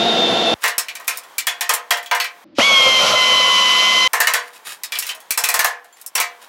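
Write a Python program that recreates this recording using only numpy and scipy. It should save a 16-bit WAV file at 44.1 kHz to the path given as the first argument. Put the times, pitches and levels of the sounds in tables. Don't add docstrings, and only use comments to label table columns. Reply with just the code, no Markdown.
import sys
import numpy as np
from scipy import signal
from scipy.fft import rfft, irfft, next_fast_len
from scipy.io import wavfile
from scipy.ndimage import map_coordinates

SR = 44100
rng = np.random.default_rng(int(sys.argv[2]) if len(sys.argv) > 2 else 0)


def invert_db(level):
    return 10 ** (np.asarray(level, dtype=float) / 20)


def file_out(sig):
    cols = np.atleast_2d(sig).T
    lim = np.clip(cols, -1, 1)
    pcm = np.round(lim * 32767).astype(np.int16)
    wavfile.write(sys.argv[1], SR, pcm)


N = 285768

# t/s, level/dB, boom/dB, treble/dB, f/Hz that the struck spot favours
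BLOWS = [(0.639, -7.5, -3, -7, 1746), (0.659, -14, -8.5, -6.5, 2000), (0.679, -14, -12, -1, 1600),
         (0.781, -15, -8.5, 8.5, 5300), (0.884, -15, -20, -12, 2400), (0.895, -21, -30, -18, 2410),
         (0.953, -22, -16, -3, 2400), (0.999, -34, 6, 0, 1900), (1.045, -40, -15, 0, 1360),
         (1.073, -31, -17.5, 0, 2010), (1.079, -11.5, -6.5, 2, 2436), (1.173, -28, -10, 8, 5100),
         (1.235, -35, -9, -3, 1400), (1.382, -13, -20.5, 4, 2340), (1.469, -8.5, -8, -1.5, 3340),
         (1.609, -10.5, -9.5, -2.5, 1776), (1.693, -9, 1, 0.5, 3240), (1.738, -20, -9, 12, 905),
         (1.907, -7, -3, -2.5, 3200), (1.971, -24, -10, -1.5, 2000), (2.029, -36.5, 1, 3.5, 820),
         (2.06, -24, -21, -9.5, 3240), (2.112, -5.5, -4.5, -16, 976), (2.149, -18, 0.5, -0.5, 1004),
         (2.2, -6, -17, -9.5, 4410), (2.244, -14.5, -12.5, -9.5, 2350), (4.133, -12, 3.5, 1.5, 1715),
         (4.203, -7.5, -4.5, 0.5, 1690), (4.271, -5.5, -7.5, -4.5, 1787), (4.337, -7, -5, -2, 1736),
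         (4.835, -19.5, -17, 4, 5100), (4.921, -13.5, -15, -6, 2350), (4.954, -11.5, -24, -16.5, 2350),
         (4.988, -22, -22, 12.5, 5300), (5.024, -17, -21, -3.5, 2745), (5.067, -20.5, -21, 0, 2120),
         (5.091, -12.5, -21, -9.5, 3080), (5.113, -28, -6.5, -7, 3110), (5.149, -40, 6, 9, 644),
         (5.203, -42, -8, 7.5, 733), (5.307, -14.5, -15, 8, 2400), (5.375, -14, -2.5, 8.5, 5250),
         (5.438, -11, -7, 5.5, 2570), (5.488, -13, -3, 6.5, 2500), (5.541, -11.5, -1, 5, 1770),
         (5.592, -7.5, -6, 0, 1740), (5.645, -10, -1, 2, 1700), (5.845, -45, 6.5, 3, 618),
         (6.014, -42, -31, 12.5, 2580), (6.039, -49, 5, -1, 649), (6.063, -38, -17.5, 19.5, 5300),
         (6.153, -14, -3, 6, 5600), (6.179, -9.5, -7.5, -12, 1140), (6.201, -11, -5.5, 2.5, 2310)]
# f/Hz, relative level/dB, t60/s before each blow's stretch
PANEL_MODES = [(448, -8, .3), (487, -6.5, 0.45), (705, -0.5, 0.4), (909, 2.5, 0.25), (1058, 3.5, 0.28),
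               (1280, -17, .25), (1510, -12, 0.18), (1740, -3, .32), (1790, -17, 0.22), (2123, 4.5, 0.21),
               (2377, 1.5, 0.16), (2530, -0.5, 0.18), (2770, -4, 0.2), (3080, -7.5, 0.2), (3350, -16, 0.22),
               (4170, -8, .18), (5400, -3.5, .12)]
# f/Hz, relative level/dB
SHEET_COLOUR = [(150, -42), (350, -29), (600, -1), (1500, 2), (3000, -5), (6000, -8.5), (10000, -9.5),
                (15500, -16), (16500, -32.5)]
# f/Hz, t60/s before each blow's stretch
SHEET_DECAY = [(200, 0.61), (530, 0.2), (1400, 0.27), (3700, 0.19), (9700, 0.12), (15000, 0.1)]
# t/s, level/dB, f/Hz of the mode the grip leaves loudest
CLINKS = [(1.083, -46, 4500), (1.47, -46, 7200), (1.74, -44, 6480), (2.061, -43.5, 3350),
          (4.99, -46, 10400), (5.089, -42, 3350), (5.205, -54, 10400), (5.644, -54, 6480),
          (5.927, -56, 7200), (6.2, -51, 8800)]
# f/Hz, relative level/dB, t60/s before the clink's shortening
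CHISEL_MODES = [(3350, 0, .2), (4500, -3, .2), (6480, -4, .5), (7200, 0, .2), (8800, -5, .3),
                (10400, -3, .25), (12300, -4, .15), (15600, -4, .15)]
# t/s, level/dB
THUDS = [(0.639, -52), (1.079, -53), (1.382, -56), (1.469, -36), (1.693, -43), (1.907, -46), (2.112, -54),
         (4.133, -44), (4.203, -43), (4.271, -46), (4.337, -48), (5.375, -48), (5.438, -44), (5.488, -46),
         (5.645, -51), (6.153, -56)]
# start t/s, length/s, level/dB
SCRAPES = [(0.625, .015, -30), (1.13, .04, -38), (4.43, .06, -48), (4.54, .025, -41), (4.66, .07, -31),
           (4.94, .17, -35), (5.97, .045, -50), (6.42, .02, -43)]
# t/s, shaft f/Hz
DRILL_SPEED = [(0.0, 113.5), (0.066, 116.6), (0.132, 113.8), (0.33, 111.6), (0.382, 113.8), (0.494, 111.4),
               (0.54, 113)]
# multiple of shaft, level/dB beside the whine
DRILL_ORDERS = [(2, -10), (3, -9), (6, -3.5), (12, -12), (24, -10.5), (30, -20), (96, -29.5), (118, -55)]
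# f/Hz, width/Hz, relative level/dB
DRILL_PANEL = [(215, 64, -0.5), (415, 65, 2.5), (486, 43, 6.5), (573, 72, -7.5), (727, 77, 1.5),
               (1130, 100, -9)]
# f/Hz, relative level/dB per Hz
DRILL_HISS = [(35, -59), (60, -26), (209, -8.5), (551, -4.5), (679, 1), (1210, -16), (1360, -10.5),
              (2470, -15), (3580, -4.5), (3930, -11), (7500, -27.5), (9020, -46), (11100, -38),
              (15000, -96)]
# t/s, first vane tone f/Hz at full speed, second and third vane tone level/dB before surge and chatter
AIR_SPEED = [(2.65, 1136, -13, -19), (2.71, 1106, -14, -19), (2.74, 1094, -15, -14), (2.8, 1075, -17, -15),
             (2.9, 1057, -18.5, -14), (2.96, 1046, -18, -13), (3.04, 1035, -18, -15.5),
             (3.27, 1021, -21, -16), (3.57, 1010, -23, -16), (3.75, 1010, -21, -18),
             (3.8, 1020, -21, -15.5), (4.075, 1023, -17.5, -17)]
# multiple of shaft, level/dB beside their shared level
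AIR_ORDERS = [(1, -24.5), (2.5, -20), (3.5, -17.5), (7, -14.5), (11, -11), (12, -34), (13, -22), (14, -19),
              (16, -10), (18, -30), (19, -14), (20, -7.5), (25, -14.5), (27, -17), (29, -13), (55, -34)]
# f/Hz, width/Hz, relative level/dB
AIR_PANEL = [(102.6, 8.3, -12.5), (238, 74, -14), (500, 49, 0), (615, 194, -2.5), (1356, 123, -6)]
# f/Hz, relative level/dB per Hz
EXHAUST_COLOUR = [(35, -72), (60, -39), (438, -16.5), (551, -21), (938, -16), (1030, -5), (1600, -18.5),
                  (2060, -13.5), (2470, -9.5), (3120, -4.5), (3420, -12), (5950, -14.5), (8820, -29),
                  (11400, -26.5), (15000, -60.5)]
# f/Hz, relative level/dB per Hz
GARAGE_COLOUR = [(35, -45), (60, -30.5), (202, -8.5), (1060, 8.5), (1220, 3), (1910, 2), (2900, -5.5),
                 (3190, -0.5), (3420, -4), (4320, -9), (16000, -15)]
# t/s, level/dB
GARAGE_LEVEL = [(.55, -46.5), (1.35, -45), (1.9, -49), (2.44, -47), (4.5, -48), (5.3, -47.5), (5.8, -54),
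                (6.12, -52), (6.48, -46)]
# f/Hz, relative level/dB per Hz
DULL_COLOUR = [(18, -50), (30, -44), (82, -17), (334, 5), (414, -20.5), (592, -4), (652, -19), (4840, -31),
               (9000, -72), (11700, -101), (19800, -120)]
# f/Hz, level/dB beside mid before a small lift and quick flicker
SIDE_RESIDUE = [(40, -26), (80, -18), (150, -27), (380, -29), (950, -36), (2380, -41), (5980, -26),
                (15000, -17)]

DRILL_END_S, AIR_SCENE_S, AIR_START_S, AIR_STOP_S = 0.541, 2.443, 2.584, 4.077


def hammer():
    out, t = np.zeros(N + SR), np.arange(SR // 2) / SR
    comb = ripple(0.0099)
    for s, db, boom_db, treble_db, spot_hz in BLOWS:
        stretch = max(1.47 + .02 * db + .018 * boom_db, .1)
        place(out, s, invert_db(db) * blow(boom_db, treble_db, stretch, spot_hz, comb))
    for s, db, free_hz in CLINKS:
        modes = [(f, level + 9 * (abs(f / free_hz - 1) < .06), t60) for f, level, t60 in CHISEL_MODES]
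        place(out, s, invert_db(db) * ring(modes, 0.6, t))
    bass_cut = signal.butter(4, 220, "high", fs=SR, output="sos")
    out = signal.sosfilt(bass_cut, out)
    lurch = np.sin(2 * np.pi * 60 * t) * np.exp(-t / .009)
    for s, db in THUDS:
        place(out, s, invert_db(db) * lurch)
    wall = np.pad(out, (round(.014 * SR), 0))
    return out[:N] + invert_db(-11) * wall[:N]


def blow(boom_db, treble_db, stretch, spot_hz, comb):
    size = SR // 2

    def colour(f):
        spot_db = 7 * np.exp(-(np.log(f / spot_hz + 1e-9) / 0.064) ** 2)
        return along([(900, boom_db), (3000, 0), (9000, treble_db)], f) + spot_db

    hz, t, z = signal.stft(rng.standard_normal(size), SR, nperseg=128)
    fade_db = -60 * np.maximum(t - .01, 0) / (stretch * along(SHEET_DECAY, hz)[:, None])
    crack = 1 + along([(2000, 1.3), (12000, 3.85)], hz)[:, None] * np.exp(-t / 0.0021)
    dense = signal.istft(z * invert_db(fade_db) * crack, SR, nperseg=128)[1][:size]
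    hz = np.fft.rfftfreq(2 * size, 1 / SR)
    own = ripple(0.0074)
    dense = causal(dense, along(SHEET_COLOUR, hz) + colour(hz) + 2.2 * comb + 2.09 * own)

    t = np.arange(size) / SR
    spot_db = along([(1700, 0), (2400, 2), (3200, -2), (5000, -5)], spot_hz)
    modes = PANEL_MODES + [(spot_hz, spot_db, along(SHEET_DECAY, spot_hz))]
    strong = ring([(f, db + 0.96 * colour(f), t60) for f, db, t60 in modes], stretch, t)
    strong = invert_db(-20) * strong * (1 - np.exp(-t / 0.0013))
    click = np.diff(rng.standard_normal(size + 1)) * np.exp(-t / .0005)
    return (dense + strong) * (1 - np.exp(-t / 0.001)) + invert_db(treble_db + 4) * click


def scrapes():
    level = sum(invert_db(db) * swell(s, s + length, .007, .018) for s, length, db in SCRAPES)
    catches = (rng.random(N) < 600 / SR) * rng.standard_normal(N)
    grit = .9 + np.abs(signal.lfilter([1], [1, -.99], catches))
    hz = np.fft.rfftfreq(SR, 1 / SR)
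    peaks_db = 3 * ripple(.006)

    def colour(f):
        bright_db = along([(1000, 1), (2500, 10)], f)
        return invert_db(along(SHEET_COLOUR, f) + bright_db + np.interp(f, hz, peaks_db))

    return level * unit(grit * noise(colour))


def drill():
    shaft_hz, = curves(DRILL_SPEED)
    whine = tones(shaft_hz, [(32, 0)], unsteady_db=2.5, jitter=.5)
    orders = tones(shaft_hz, DRILL_ORDERS, unsteady_db=2.5, jitter=0.65)
    cutting = invert_db(-23.5 + 2 * wobble(15) + 0.85 * wobble(70)) * noise(resonant(DRILL_PANEL))
    hiss = invert_db(-19.5) * noise(lambda hz: dip(hz) * invert_db(along(DRILL_HISS, hz)))
    return (invert_db(-21.5) * (whine + orders) + cutting + hiss) * span(-1, DRILL_END_S)


def air_drill():
    vane_hz, second_db, third_db = curves(AIR_SPEED)
    since = np.maximum(np.arange(N) / SR - AIR_START_S, 0)
    speed = 1 - np.exp(-since / .016)
    vanes = 5
    shaft_hz = vane_hz / vanes * speed
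    surge = np.exp(-since / .025)

    chatter_s, chatter_end_s, edge_s, third_lags_s = 3.005, 3.15, .014, .045
    chatter = swell(chatter_s, chatter_end_s, edge_s, edge_s / 2)
    late = swell(chatter_s + third_lags_s, chatter_end_s, edge_s, edge_s / 2)

    second_db = second_db - 22 * surge - 12 * chatter
    third_db = third_db + 19 * surge - 8 * late + .8 * wobble(14)
    vane_tones = sum(invert_db(db) * tones(shaft_hz, [(k * vanes, 0)], unsteady_db=.8, jitter=.15)
                     for k, db in ((1, -24.5), (2, second_db), (3, third_db)))
    orders = invert_db(-23.5) * tones(shaft_hz, AIR_ORDERS, unsteady_db=3.0, jitter=0.17)

    sing = invert_db(-27.5) * swell(3.37, AIR_STOP_S, .12, 1) * noise(resonant([(1086, 6, 0)]))

    puffs = 1 + 0.1 * np.sin(2 * np.pi * np.cumsum(shaft_hz) / SR)
    exhaust_db = -19 + 2 * chatter + .8 * wobble(20) + 1.3 * np.exp(-since / 0.026)
    rush = noise(lambda hz: dip(hz) * invert_db(along(EXHAUST_COLOUR, hz)))
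    exhaust = invert_db(exhaust_db) * puffs * rush

    cutting_db = -24.5 + 13 * surge - 6.5 * since + 8 * chatter + 2.5 * wobble(25) + 0.81 * wobble(60)
    cutting = invert_db(cutting_db) * noise(resonant(AIR_PANEL))

    pop_turns = 210 * since + 3 * (1 - np.exp(-since / .006)) / np.pi
    pop_level = invert_db(-8.5 - 60 * since / 0.07) * (1 - np.exp(-since / 0.0017))
    pop = pop_level * np.sin(2 * np.pi * pop_turns)

    leak_level = invert_db(-29) * swell(AIR_START_S, AIR_START_S, .012, .003) * span(2.55, AIR_STOP_S)
    leak = leak_level * noise(resonant([(2870, 1500, 8), (6000, 3000, 0)]))

    running = speed ** 2 * (vane_tones + orders) + sing + exhaust + cutting + pop
    return running * span(AIR_START_S, AIR_STOP_S) + leak


def garage_noise():
    level = invert_db(curves(GARAGE_LEVEL)[0] + 0.41 * wobble(12))
    return level * noise(lambda hz: invert_db(along(GARAGE_COLOUR, hz))) * span(DRILL_END_S, 9)


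def dull_noise():
    return invert_db(-48.5) * noise(lambda hz: invert_db(along(DULL_COLOUR, hz)))


def add_side_residue(mid):
    hz, t, z = signal.stft(mid, SR, nperseg=256)
    scatter = np.exp(2j * np.pi * rng.random(z.shape))
    side_gain = invert_db(along(SIDE_RESIDUE, hz) + 0.5)[:, None]
    side = signal.istft(z * scatter * side_gain, SR, nperseg=256)[1][:N]
    side = side * invert_db(5 * wobble(25.03))
    return np.array([mid + side, mid - side])


def tones(shaft_hz, orders, unsteady_db, jitter):
    turn = 2 * np.pi * np.cumsum(shaft_hz) / SR
    return sum(np.sqrt(2) * invert_db(db + unsteady_db * wobble(40)) * np.sin(k * turn + jitter * wobble(60))
               for k, db in orders)


def ring(modes, stretch, t):
    hz, db, t60 = np.transpose(modes)[:, :, None]
    luck = rng.standard_normal((2, len(modes), 1))
    level = invert_db(db + 3 * luck[0] - 60 * t / (t60 * stretch))
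    return np.sum(level * np.sin(2 * np.pi * hz * (1 + .004 * luck[1]) * t), axis=0)


def noise(response):
    m = next_fast_len(N)
    return unit(irfft(rfft(rng.standard_normal(m)) * response(np.fft.rfftfreq(m, 1 / SR)), m)[:N])


def resonant(peaks):
    def response(f):
        return sum((-1) ** k * invert_db(db) * 1j * f * width / (centre * centre - f * f + 1j * f * width)
                   for k, (centre, width, db) in enumerate(peaks))
    return response


def causal(x, gain_db):
    cepstrum = irfft(gain_db * np.log(10) / 20)
    half = len(cepstrum) // 2
    cepstrum[1:half] *= 2
    cepstrum[half + 1:] = 0
    return irfft(rfft(x, 2 * half) * np.exp(rfft(cepstrum)))[:len(x)]


def ripple(ring_s):
    t = np.arange(SR) / SR
    return unit(rfft(rng.standard_normal(SR) * np.exp(-(t / ring_s) ** 2)).real)


def dip(hz):
    return invert_db(-14 * np.exp(-((hz - 9050) / 250) ** 2))


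def wobble(rate):
    return map_coordinates(rng.standard_normal(int(N * rate / SR) + 4), [np.arange(N) * rate / SR])


def swell(start, stop, rise_s, fall_s):
    t = np.arange(N) / SR
    return np.exp(np.minimum(0, np.minimum((t - start) / rise_s, (stop - t) / fall_s)))


def span(start, stop):
    t = np.arange(N) / SR
    return np.clip(1000 * np.minimum(t - start, stop - t), 0, 1)


def curves(rows):
    s, *cols = np.transpose(rows)
    return [np.interp(np.arange(N) / SR, s, c) for c in cols]


def along(points, hz):
    f, v = np.transpose(points)
    return np.interp(np.log(hz + 1), np.log(f + 1), v)


def unit(x):
    return x / np.sqrt(np.mean(x ** 2) + 1e-20)


def place(out, s, sound):
    out[round(s * SR):][:len(sound)] += sound


def scene():
    airy = span(AIR_SCENE_S, AIR_STOP_S)
    hammering = hammer() + scrapes() + garage_noise()
    mid = drill() + air_drill() + hammering * (1 - airy) + dull_noise() * airy
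    return add_side_residue(mid)


def top_cut(x):
    return signal.sosfilt(signal.butter(12, 16820, fs=SR, output="sos"), x)


def record(dry):
    soft = dry / (1 + np.abs(dry) ** 6) ** (1 / 6)
    thin = signal.sosfilt(signal.butter(3, 70, "high", fs=SR, output="sos"), soft)
    dull = signal.sosfilt(signal.cheby1(8, .5, 15900, fs=SR, output="sos"), thin)
    return top_cut(dull)


dry = scene()
out = record(dry)
file_out(out)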